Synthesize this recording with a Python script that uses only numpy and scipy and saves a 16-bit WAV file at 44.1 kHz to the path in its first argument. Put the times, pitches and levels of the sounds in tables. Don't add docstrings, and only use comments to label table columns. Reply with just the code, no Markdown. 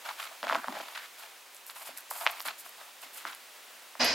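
import sys
import numpy as np
from scipy import signal
from scipy.fft import rfft, irfft
from scipy.io import wavfile

SR = 44100
rng = np.random.default_rng(int(sys.argv[2]) if len(sys.argv) > 2 else 0)


def wav_record(signal):
    frames = np.transpose(np.atleast_2d(signal))
    bounded = np.clip(frames, -1, 1)
    quanta = np.round(bounded * 32767).astype(np.int16)
    wavfile.write(sys.argv[1], SR, quanta)


N = 182970

# [f/Hz, width/Hz, relative level/dB]
SHOE_MODES = [(663.6, 92, 6.5), (850, 107, 0), (1042, 114, -4.5), (1415, 780, 4.5)]
# [t/s, length/s, hollow level/dB, scratch level/dB, hollow f/Hz]
LACE_PULLS = [(0.036, 0.071, -41, -46, 1000), (0.163, 0.1, -45, -46, 1190), (.306, 0.015, -49, -63, 800),
              (0.426, 0.022, -40.5, -47, 740), (0.465, 0.093, -36, -43.5, 1050),
              (0.567, 0.068, -44, -53.5, 1200), (0.638, 0.088, -46, -52.5, 880),
              (0.723, .11, -46.5, -48, 800), (0.847, 0.093, -53, -53.5, 900),
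              (0.942, 0.051, -45.5, -46.5, 1960), (0.998, 0.05, -52, -52, 1900),
              (1.17, 0.085, -53, -53, 890), (1.691, 0.022, -54.5, -57, 1200), (1.744, 0.08, -53, -55, 950),
              (1.843, 0.06, -51, -50, 930), (1.963, 0.02, -52, -53, 1490), (2.106, 0.079, -48, -52.5, 850),
              (2.191, 0.081, -42, -47, 830), (2.279, 0.049, -45.5, -46.5, 870),
              (2.335, 0.062, -51, -49, 900), (2.447, 0.042, -38.5, -40, 1200),
              (2.641, 0.029, -52.5, -56, 1110), (2.747, 0.14, -56, -61.5, 900),
              (3.019, 0.03, -53, -51.5, 900), (3.135, 0.089, -56, -53.5, 1200),
              (3.248, 0.068, -44.5, -48, 1390)]


def from_db(db):
    return 10 ** (np.asarray(db) / 20)


def rms_one(x):
    return x / np.sqrt(np.mean(x ** 2) + 1e-20)


def at_hz(points, hz):
    points = np.array(points)
    return np.interp(np.log(hz), np.log(points[:, 0]), points[:, 1])


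def peaks(modes, hz):
    return np.sqrt(sum(from_db(2 * db) / (1 + (2 * (hz - f) / width) ** 2) for f, width, db in modes))


def shaped(x, gain):
    hz = np.maximum(np.fft.rfftfreq(N, 1 / SR), 1)
    return rms_one(irfft(rfft(x) * gain(hz), N))


def stereo(mid, side, likeness, lean):
    hz = np.maximum(np.fft.rfftfreq(N, 1 / SR), 1)
    alike = np.clip(at_hz(likeness, hz), 0, 1)
    tilt = from_db(at_hz(lean, hz) / 2)
    m = rfft(mid) * np.sqrt((1 + alike) / 2)
    s = rfft(side) * np.sqrt((1 - alike) / 2)
    return irfft([(m + s) * tilt, (m - s) / tilt], N)


def drift(rate_hz):
    r = np.exp(-2 * np.pi * rate_hz / SR)
    noise = rng.standard_normal(N + SR)
    slow = signal.lfilter([1], [1, -2 * r, r * r], noise)[SR:]
    return rms_one(slow)


def grains(per_s, spread_db):
    sizes = from_db(spread_db * np.minimum(rng.exponential(1, (2, N)), 5))
    signs = rng.choice([-1, 1], (2, N))
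    return sizes * signs * (rng.random((2, N)) < per_s / SR)


def ring(at_s, hz, t60):
    out, first = np.zeros(N), int(at_s * SR) + 1
    t = np.arange(first, min(first + int(2 * t60 * SR) + 2, N)) / SR - at_s
    out[first:first + len(t)] = np.sin(2 * np.pi * hz * t) * from_db(-60 * t / t60)
    return out


def strokes(start_s, length_s, level_db, rise_s, fall_s):
    swell = 0.18
    t, power = np.arange(N) / SR, 0
    for s, length, db in zip(start_s, length_s, level_db):
        rise = np.clip((t - s) / (rise_s + swell * length), 0, 1)
        fall = np.exp(-np.maximum(t - s - length, 0) / fall_s)
        power = power + (from_db(db) * rise * fall) ** 2
    return np.sqrt(power)


def drag():
    # [f/Hz, relative level per Hz/dB]
    scratch_colour = [(710, -55), (1200, -23.5), (1790, -5.5), (2200, -1), (4530, -7.5), (5690, -15.5),
                      (7000, -14.5), (9100, -32), (15400, -120)]
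    # [f/Hz, relative level per Hz/dB]
    thud_colour = [(24, -69), (40, -42), (123, -25.5), (243, 4), (415, -4.5), (450, -18), (580, -35),
                   (990, -120)]
    # [t/s, length/s, level/dB]
    presses = [(0.426, .03, -52.5), (0.498, 0.087, -51), (0.675, 0.034, -46), (.75, 0.06, -56),
               (1.883, 0.017, -62), (2.457, 0.03, -61), (3.036, 0.018, -67.5), (3.244, .03, -59.5)]
    catch_db = 3.0
    pull_width = 0.63

    def hollow_gain(hz):
        return peaks(SHOE_MODES, hz) / (1 + (560 / hz) ** 8) / (1 + (hz / 2600) ** 4)

    body = shaped(grains(5000, spread_db=2.0), hollow_gain)
    scratch = shaped(grains(9000, spread_db=2.5), lambda hz: from_db(at_hz(scratch_colour, hz)))
    thud = shaped(rng.standard_normal((2, N)), lambda hz: from_db(at_hz(thud_colour, hz)))
    catching = from_db(catch_db * drift(85))

    hollow = 0
    for at, span, db, _, hz in LACE_PULLS:
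        pitched = rms_one(signal.lfilter(*signal.iirpeak(hz, 1 / pull_width, SR), body))
        hollow = hollow + strokes([at], [span], [db], rise_s=0.0099, fall_s=0.023) * pitched

    s, length, _, scratch_db, _ = np.transpose(LACE_PULLS)
    scratching = strokes(s, length, scratch_db, rise_s=0.0032, fall_s=0.026) * scratch
    pressing = strokes(*np.transpose(presses), rise_s=0.0061, fall_s=0.032) * thud
    return (hollow + scratching) * catching + pressing


def slide():
    # [f/Hz, relative level per Hz/dB]
    hiss_colour = [(1200, -60), (2940, -19), (5000, 1.5), (6070, -6), (6830, 1.5), (11900, 6), (15100, 2),
                   (16000, -26)]
    # [t/s, length/s, level/dB]
    slides = [(0.03, 0.1, -57), (0.177, 0.074, -50), (1.172, 0.025, -52), (1.542, 0.035, -58),
              (1.656, 0.046, -48), (1.74, .095, -50), (1.842, 0.043, -45.5), (1.962, 0.022, -47),
              (2.099, .013, -36), (2.118, 0.135, -44), (2.298, 0.014, -48), (2.392, .034, -50.5),
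              (2.442, 0.036, -42.5), (2.578, 0.029, -47), (2.637, 0.03, -52.5), (3.005, 0.033, -51.5),
              (3.123, 0.07, -49)]
    pull_hiss_db, hiss_follows = -34.5, 0.45
    hiss = shaped(grains(23000, spread_db=3.5), lambda hz: from_db(at_hz(hiss_colour, hz)))
    pulls = [(s, length, pull_hiss_db + hiss_follows * scratch_db) for s, length, _, scratch_db, _ in LACE_PULLS]
    level = strokes(*np.transpose([*pulls, *slides]), rise_s=0.009, fall_s=0.014)
    return level * from_db(2.0 * drift(70)) * hiss


def knocks():
    # [t/s, level/dB, f/Hz, snap re crack/dB, hollow ring re crack/dB]
    hits = [(0.4298, -24, 1530, 10.5, -8), (.44, -19, 795, -8, -7.5), (0.4693, -19, 1410, 1, -11),
            (.4805, -21, 2200, -6, -23), (.491, -18, 2900, -4, -26), (0.4976, -8, 1280, -25, -24),
            (0.5097, -15, 1430, -20, -16.5), (.5125, -20, 1500, -20, -17), (.521, -21, 800, -14, -14),
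            (.525, -9.5, 1120, -11, -12.5), (.531, -17, 2490, -3, -17), (.548, -12.5, 2450, -4, -17),
            (.554, -9.5, 1120, -16, -19), (.643, -19, 1360, -20, -16), (.683, -12.5, 1000, -9, -21),
            (.7533, -26, 1600, -3, -13), (.768, -18.5, 740, -9, -15), (0.801, -18, 850, -10, -14),
            (1.696, -30, 1210, -15, -21), (1.891, -27.5, 596, -9, -17), (2.1119, -16, 960, -23, -19.5),
            (2.2653, 0, 2210, -33, -23.5), (2.2732, -4.5, 2800, -24, -35), (2.299, -22, 3200, -9, -29),
            (2.4036, -24, 1200, -11, -21.5), (2.454, -20, 850, -10, -17.5), (2.662, -30.5, 1200, -9, -16.5),
            (2.813, -32.5, 690, -9, -11), (3.2521, -15.5, 1430, -15, -23), (3.953, -26, 1010, -16, -16.5)]
    out = np.zeros(N)
    mode_luck = rng.normal(0, 1, (len(hits), len(SHOE_MODES)))
    for (s, db, hz, snap_db, ring_db), luck in zip(hits, mode_luck):
        crack = ring(s, hz, 5.6 / hz)
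        snap = from_db(snap_db) * ring(s, 3500, 0.00085)
        hollow = 0
        for (f, width, level), chance in zip(SHOE_MODES, luck):
            mode_db = level + ring_db + 1.5 * chance
            hollow = hollow + from_db(mode_db) * ring(s + 0.00056, f, 2.04 / width)
        out += from_db(db) * (crack + snap + hollow)
    return signal.sosfilt(signal.butter(4, 5600, fs=SR, output="sos"), out)


def ticks():
    # [t/s, level/dB, f/Hz]
    tips = [(1.5476, -30.5, 10800), (1.567, -31.5, 8000), (1.666, -27, 13100), (1.6993, -22.5, 4230),
            (1.9752, -22, 11100), (1.985, -28, 12500), (2.007, -30, 12500), (2.1114, -24, 12200),
            (2.3108, -26, 12800), (2.3153, -24, 12800), (2.3991, -24, 13700), (2.4049, -19.5, 4800),
            (2.416, -23, 13500), (2.425, -29, 12500), (2.6932, -29, 12200), (3.3492, -27, 11200)]
    out = np.zeros(N)
    for s, db, hz in tips:
        click = from_db(-8.0) * ring(s, 10700, 0.00058)
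        out += from_db(db) * (ring(s, hz, 0.0018) + click)
    return out


def echo(x):
    t60_s, level_db = 0.16, -12
    t = np.arange(int(.3 * SR)) / SR
    tail = rng.standard_normal((2, len(t))) * from_db(-60 * t / t60_s) * (t > .002)
    tail /= np.sqrt(np.sum(tail ** 2, axis=1, keepdims=True))
    return from_db(level_db) * signal.fftconvolve(x[None], tail, axes=1)[:, :N]


def door():
    # [f/Hz, relative level per Hz/dB]
    colour = [(18, -60), (45, -38), (215, -12.5), (252, -1), (355, -11), (632, 3), (1280, -7), (1860, 0),
              (3490, -13.5), (5040, -8.5), (9220, -29), (11100, -30), (16000, -42)]
    # [f/Hz, width/Hz, relative level/dB]
    leaf_and_lock = [(1050, 40, -6), (2030, 70, -7), (2470, 60, 3), (2880, 86, -1.5), (4070, 110, -0.5),
                     (4960, 290, 4.5), (6000, 210, -7), (3360, 400, -11)]
    # [f/Hz, level/dB, t60/s]
    booms = [(68, -53, 2.8), (250, -30, .3), (650, -37, .8)]
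    # [f/Hz, relative level/dB, t60/s]
    key_modes = [(8000, 1.5, 0.027), (10730, 3, 0.054), (11400, -4, 0.061), (11600, 0, 0.15),
                 (14150, 0, .04)]
    # [f/Hz, left-right likeness]
    door_likeness = [(60, 1), (240, 0.99), (950, 0.92), (3770, 0.8), (15000, 0.47)]
    # [f/Hz, left minus right/dB]
    door_lean = [(60, 1), (240, -1.5), (950, 0.5), (3770, -2.5), (15000, 2)]
    door_s, rise_s, door_db, t60_s = 3.993, 0.021, -21.5, 1.2
    key_s, key_db = 4.0455, -32.5

    def wash_gain(hz):
        return from_db(at_hz(colour, hz)) + peaks(leaf_and_lock, hz) / (1 + (hz / 7000) ** 6)

    t = np.maximum(np.arange(N) / SR - door_s, 0)
    swell = np.minimum(t / rise_s, 1)
    wash = shaped(grains(12000, spread_db=1.5), wash_gain) * swell * from_db(door_db - 60 * t / t60_s)
    boom = swell * sum(from_db(db) * ring(door_s, hz, t60) for hz, db, t60 in booms)
    key = sum(from_db(db) * ring(key_s, hz, t60) for hz, db, t60 in key_modes)
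    key = key + from_db(10) * ring(key_s, 12000, .001)
    return stereo(wash[0] + from_db(key_db) * key + boom, wash[1], door_likeness, door_lean)


def hallway_air():
    # [f/Hz, relative level per Hz/dB]
    air_colour = [(18, -80), (30, -60), (239, -15), (437, -8), (569, -3.5), (721, -4.5), (780, -2.5),
                  (2610, -3), (3580, -5), (5740, -9), (15900, -13)]
    level_db, sway_db = -50.5, .8
    air = shaped(rng.standard_normal((2, N)), lambda hz: from_db(at_hz(air_colour, hz)))
    return air * from_db(level_db + sway_db * drift(0.67))


def scene():
    # [f/Hz, left-right likeness]
    near_likeness = [(60, 0.98), (240, 0.9), (950, 0.85), (3770, 0.78), (15000, .97)]
    # [f/Hz, left minus right/dB]
    near_lean = [(950, 0), (3770, -.5)]
    hits = knocks() + ticks()
    hits = signal.sosfilt(signal.butter(5, 620, "high", fs=SR, output="sos"), hits)
    mid, side = drag() + slide() + echo(hits) + hallway_air()
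    return stereo(mid + hits, side, near_likeness, near_lean) + door()


def record(dry):
    dry = signal.sosfilt(signal.butter(2, 55, "high", fs=SR, output="sos"), dry)
    return signal.sosfilt(signal.ellip(12, .5, 60, 15900, fs=SR, output="sos"), dry)


dry = scene()
out = record(dry)
wav_record(out)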